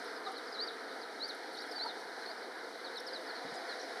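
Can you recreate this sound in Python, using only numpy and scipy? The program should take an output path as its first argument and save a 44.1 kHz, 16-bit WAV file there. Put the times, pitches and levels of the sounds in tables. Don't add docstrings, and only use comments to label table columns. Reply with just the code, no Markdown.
import sys
import numpy as np
from scipy import signal
from scipy.fft import rfft, irfft
from scipy.io import wavfile
from scipy.ndimage import map_coordinates

SR = 44100
rng = np.random.default_rng(int(sys.argv[2]) if len(sys.argv) > 2 else 0)


def wav_record(signal):
    frames = np.transpose(np.atleast_2d(signal))
    bounded = np.clip(frames, -1, 1)
    quanta = np.round(bounded * 32767).astype(np.int16)
    wavfile.write(sys.argv[1], SR, quanta)


N = 176400


def undb(db):
    return 10 ** (np.asarray(db) / 20)


def colour(x, points):
    hz, db = np.array(points).T
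    bins_hz = np.maximum(np.fft.rfftfreq(N, 1 / SR), 1)
    return irfft(rfft(x) * undb(np.interp(np.log(bins_hz), np.log(hz), db)), N)


def noise():
    return rng.standard_normal(N) * np.sqrt(SR / 2)


def walk(rate_hz):
    knots = rng.standard_normal(8192)
    motion = map_coordinates(knots, [np.arange(N) / SR * rate_hz], order=1, mode="mirror")
    return motion / motion.std()


def bell(peak_s, sigma_s):
    return np.exp(-((np.arange(N) / SR - peak_s) / sigma_s) ** 2 / 2)


def add(out, start_s, sound):
    i = int(np.clip(start_s * SR, 0, N))
    out[i:i + len(sound)] += sound[:N - i]


def progress(length_s):
    return np.linspace(0, 1, max(int(length_s * SR), 8))


def echoes(x, t60_s):
    t = np.arange(SR) / SR
    tail = rng.standard_normal(SR) * np.exp(-np.log(1000) * t / t60_s) * (1 - np.exp(-t / 0.0025))
    return signal.fftconvolve(x, tail / np.linalg.norm(tail))[:N]


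def bursts(events):
    out = np.zeros(N)
    t = np.arange(SR // 4) / SR
    for start, decay, db in events:
        envelope = np.exp(-t / decay) * (1 - np.exp(-t / (0.09 * decay)))
        add(out, start, undb(db) * envelope * rng.standard_normal(len(t)))
    return out


def note(hz, attack=0.21, release=0.55, jitter=0.01, wobble_hz=260, flutter_db=2.5):
    u = np.linspace(0, 1, len(hz))
    position = np.arange(len(hz)) / SR * wobble_hz
    wobble, flutter = (np.interp(position, np.arange(128), r) for r in rng.standard_normal((128, 2)).T)
    fade_in = np.sin(np.pi / 2 * np.clip(u / attack, 0, 1))
    fade_out = np.sin(np.pi / 2 * np.clip((1 - u) / release, 0, 1))
    phase = 2 * np.pi * np.cumsum(hz * (1 + jitter * wobble)) / SR
    return fade_in * fade_out * undb(flutter_db * flutter) * np.sin(phase)


def chip(length_s, high_hz, low_hz, bend):
    u = progress(length_s)
    fall = 1 - (1 - u) ** bend if bend >= 1 else u ** (1 / bend)
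    return note(high_hz + (low_hz - high_hz) * fall)


def faint_wide_hiss():
    # f/Hz, level/dB per Hz
    spectrum = [(20, -120), (120, -115), (400, -104), (1500, -105), (3500, -110), (5000, -110),
                (7000, -120), (8200, -115), (9500, -107), (10500, -107), (12000, -113.5), (15500, -121)]
    return np.array([colour(noise(), spectrum) for _ in range(2)])


def distant_rush(bands=9, breath_db=0.23, flicker_db=1.08):
    # f/Hz, level/dB per Hz
    steady = [(20, -134), (70, -126), (125, -108), (165, -98.5), (270, -79), (380, -77), (460, -72.5),
              (700, -74), (820, -79.5), (1000, -79.5), (1170, -84.5), (1330, -79), (1520, -76.5),
              (1800, -80), (2130, -83), (2450, -93.5), (3300, -93.5), (4200, -86), (5700, -95),
              (7000, -109), (9500, -102.5), (12000, -113), (15000, -122)]
    # peak t/s, sigma/s, f/Hz, width/Hz, level/dB per Hz
    swells = [(0.32, 1, 1292, 200, -78), (.3, 0.81, 443, 55, -73), (1.76, 0.55, 786, 240, -77.5),
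              (1.95, 0.25, 1570, 370, -82), (4.16, 0.74, 676, 198, -70.5), (3.64, 0.89, 523, 65, -73),
              (4.33, 0.8, 1690, 720, -79.5), (3.88, 0.48, 4400, 1630, -87.5),
              (3.85, 0.41, 9500, 2400, -105)]
    spectrum = rfft(colour(noise(), steady))
    breath = breath_db * walk(2.63)
    bins_hz = np.maximum(np.fft.rfftfreq(N, 1 / SR), 1)
    octave = np.clip(np.log2(bins_hz / 50), 0, bands - 1)
    out = np.zeros(N)
    for k in range(bands):
        band = irfft(spectrum * np.maximum(1 - abs(octave - k), 0), N)
        out += band * undb(breath + flicker_db * walk(14))
    for peak, sigma, hz, width, db in swells:
        bandpass = signal.butter(2, [hz - width / 2, hz + width / 2], "band", fs=SR, output="sos")
        out += undb(db) * bell(peak, sigma) * signal.sosfilt(bandpass, noise())
    return out


def midrange_dip(x, hz=1095, width_hz=200, depth=0.68):
    band = signal.lfilter(*signal.iirpeak(hz, hz / width_hz, fs=SR), x)
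    return x - depth * bell(peak_s=1.4, sigma_s=0.44) * band


def far_hoots():
    # centre t/s, length/s, f/Hz, jitter/share of pitch, level/dB
    calls = [(0.276, 0.033, 1210, .008, -40), (0.284, 0.058, 764, 0.009, -39.5),
             (1.86, .042, 872, .11, -42), (1.863, .018, 1360, 0.13, -44.5), (2.307, .036, 660, .037, -43.5)]
    out = np.zeros(N)
    for centre, length, hz, jitter, db in calls:
        hoot = note(np.full_like(progress(length), hz), attack=0.43, release=0.42, jitter=jitter)
        add(out, centre - length / 2, undb(db) * hoot)
    return out + undb(-3) * echoes(out, t60_s=0.083)


def far_chatter(count=100, centre_hz=4234, level_db=-60.5):
    out = np.zeros(N)
    for k, (shift, stretch, pitch, loudness) in enumerate(rng.uniform(-1, 1, (count, 4))):
        hz = centre_hz * (1 + 0.1023 * pitch)
        call = chip(0.0349 * (1 + stretch / 2), hz, hz * 0.94, bend=1.39)
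        add(out, (k + shift) / count * N / SR, undb(level_db + 3.2 * loudness) * call)
    return out


def dry_ticks():
    # t/s, decay/s, level/dB before colouring
    ticks = [(.044, .005, -56), (.318, .006, -55), (.378, .01, -59), (1.277, .02, -58),
             (1.348, .006, -56.5), (1.528, 0.036, -61), (1.618, .011, -57.5), (1.663, .01, -61),
             (1.715, .014, -56.5), (1.856, .02, -63), (2.972, 0.0054, -53), (3.002, 0.0048, -50),
             (3.074, .007, -55.5)]
    # f/Hz, gain/dB
    bright = [(3000, -25), (6000, -4), (7200, -6.5), (9500, 10.5), (12000, 0), (15500, -22)]
    return colour(bursts(ticks), bright)


def camera_bumps(decay_s=0.015):
    # t/s, level/dB before colouring
    knocks = [(3.450, -48), (3.503, -53), (3.522, -57)]
    # f/Hz, gain/dB
    dull = [(30, -25), (75, -5), (125, 15), (190, 24.5), (260, 24), (400, -5), (1500, -50)]
    return colour(bursts((start, decay_s, db) for start, db in knocks), dull)


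def grip_scuffs():
    # t/s, decay/s, level/dB before colouring
    scuffs = [(3.538, 0.012, -52.5), (3.554, 0.0076, -51.5)]
    # f/Hz, gain/dB
    hissy = [(2500, -30), (5500, 10), (7000, 4), (9500, 2.5), (13000, -20)]
    return colour(bursts(scuffs), hissy)


def trees(x):
    haze = echoes(x * walk(840), t60_s=0.22)
    trunks = echoes(x, t60_s=0.3)
    return x + undb(-11.5) * haze + undb(-20.5) * trunks


def branches(sound, count=3, reflection_db=-15):
    direct = np.pad(sound, (0, SR // 20))
    delays_s = rng.uniform(0.0024, 0.011, count)
    return direct + undb(reflection_db) * sum(np.roll(direct, int(delay * SR)) for delay in delays_s)


def near_scratches(length_s=0.015):
    # centre t/s, f/Hz, level/dB
    calls = [(.672, 5400, -55), (1.020, 4850, -50), (1.29, 5300, -49.5), (1.286, 4900, -50),
             (1.573, 3590, -48), (1.590, 4440, -43), (1.607, 4640, -45), (1.617, 4780, -48),
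             (1.640, 4180, -50), (1.880, 4980, -52), (2.264, 4215, -43.5), (2.316, 4300, -48),
             (2.982, 5300, -48), (3.001, 5450, -47), (3.798, 5600, -52), (3.804, 4220, -48),
             (3.816, 5650, -46.5), (3.835, 5600, -53)]
    out = np.zeros(N)
    for centre, hz, db in calls:
        pitch = np.full_like(progress(length_s), hz)
        scratch = note(pitch, attack=0.58, release=0.44, jitter=0.068, wobble_hz=965)
        add(out, centre - length_s / 2, undb(db) * scratch)
    return out


def near_rasps():
    # t/s, length/s, start f/Hz, end f/Hz, level/dB
    calls = [(0.671, 0.03, 4980, 3580, -41.5), (1.288, 0.032, 4830, 3640, -40),
             (1.884, .023, 4660, 3500, -40.5)]
    out = np.zeros(N)
    for start, length, high, low, db in calls:
        slur = low + (high - low) * (1 - progress(length)) ** 1.8
        add(out, start, undb(db) * branches(note(slur, jitter=0.026, wobble_hz=690)))
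    return out


def near_chips():
    # t/s, length/s, start f/Hz, end f/Hz, bend, level/dB
    calls = [(.054, .04, 5600, 4600, .94, -54), (.148, .048, 5680, 4400, 1.3, -53),
             (.248, 0.038, 4450, 3560, 1.5, -47.5), (.358, 0.042, 4480, 3440, 0.8, -46.5),
             (.466, .026, 5300, 4300, 1, -49), (.522, 0.022, 5080, 4520, 1.1, -47.5),
             (.540, 0.041, 4450, 3540, 1.1, -45), (.880, 0.05, 4420, 3440, 1.3, -54),
             (1.030, 0.013, 4420, 3690, 1.12, -48), (1.544, 0.016, 4480, 3090, 0.56, -45),
             (1.569, 0.021, 6100, 4500, 0.86, -55), (1.606, 0.02, 5550, 5350, .8, -47),
             (1.637, 0.037, 3640, 3170, 1.8, -56), (1.683, 0.026, 5450, 4600, 1.3, -55),
             (1.71, 0.038, 5650, 4370, 2.3, -47), (1.752, 0.06, 4600, 3780, 0.41, -43.5),
             (1.860, .026, 4520, 4200, 1.5, -43.5), (1.901, .023, 4040, 3540, 0.91, -49),
             (2.218, 0.041, 4370, 3700, 1.3, -53), (2.366, .052, 5530, 3600, 0.82, -58),
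             (2.843, 0.041, 4650, 3380, .95, -45), (2.956, 0.039, 4570, 3410, 1.17, -42.5),
             (3.065, 0.038, 5550, 3990, 1.5, -41.5), (3.127, 0.063, 5300, 3680, 2.24, -43.5),
             (3.263, .022, 5500, 4350, 1.5, -53), (3.286, 0.043, 4680, 3900, 0.98, -48),
             (3.340, 0.066, 4760, 4116, 2.8, -50), (3.401, 0.049, 4100, 4020, 1.9, -55),
             (3.474, 0.043, 4100, 3390, 1, -52.5), (3.500, 0.026, 5750, 5150, 1.2, -54),
             (3.560, 0.038, 4980, 4970, 1.1, -50.5), (3.686, 0.061, 4380, 3500, 0.65, -45.5)]
    out = np.zeros(N)
    for start, length, high, low, bend, db in calls:
        add(out, start, undb(db) * branches(chip(length, high, low, bend)))
    return out


def near_whistles(fade_db=2.5):
    # t/s, length/s, low f/Hz, high f/Hz, top of the climb/share of note, level/dB
    calls = [(0.576, 0.073, 3904, 4790, 0.76, -34), (1.196, .067, 3900, 4720, .9, -36.5),
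             (1.786, 0.06, 4010, 4630, 0.95, -35), (2.254, 0.069, 4150, 4950, 1.08, -46),
             (2.418, 0.039, 4040, 4460, 0.63, -54), (1.565, 0.02, 3950, 4490, .8, -48),
             (1.619, 0.0164, 3750, 4250, .9, -45.5)]
    bottom = 0.166
    out = np.zeros(N)
    for start, length, low, high, top, db in calls:
        rise = (1 - np.cos(np.pi * (progress(length) - bottom) / (top - bottom))) / 2
        whistle = note(low + (high - low) * rise, attack=0.54, release=0.12, jitter=0.0058)
        add(out, start, undb(db) * branches(undb(-fade_db * rise) * whistle))
    return out


def scene():
    near_birds = near_chips() + near_whistles() + near_rasps() + near_scratches()
    flock = trees(near_birds + far_chatter())
    distance = far_hoots() + midrange_dip(distant_rush())
    small_noises = dry_ticks() + camera_bumps() + grip_scuffs()
    return flock + distance + small_noises + faint_wide_hiss()


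def record(dry, top_hz=15500):
    # f/Hz, width/Hz
    notches = [(582, 98), (2685, 320)]
    for hz, width in notches:
        dry = signal.lfilter(*signal.iirnotch(hz, hz / width, fs=SR), dry)
    lowpass = signal.ellip(10, 0.2, 80, top_hz, fs=SR, output="sos")
    return signal.sosfilt(lowpass, dry)


dry = scene()
out = record(dry)
wav_record(out)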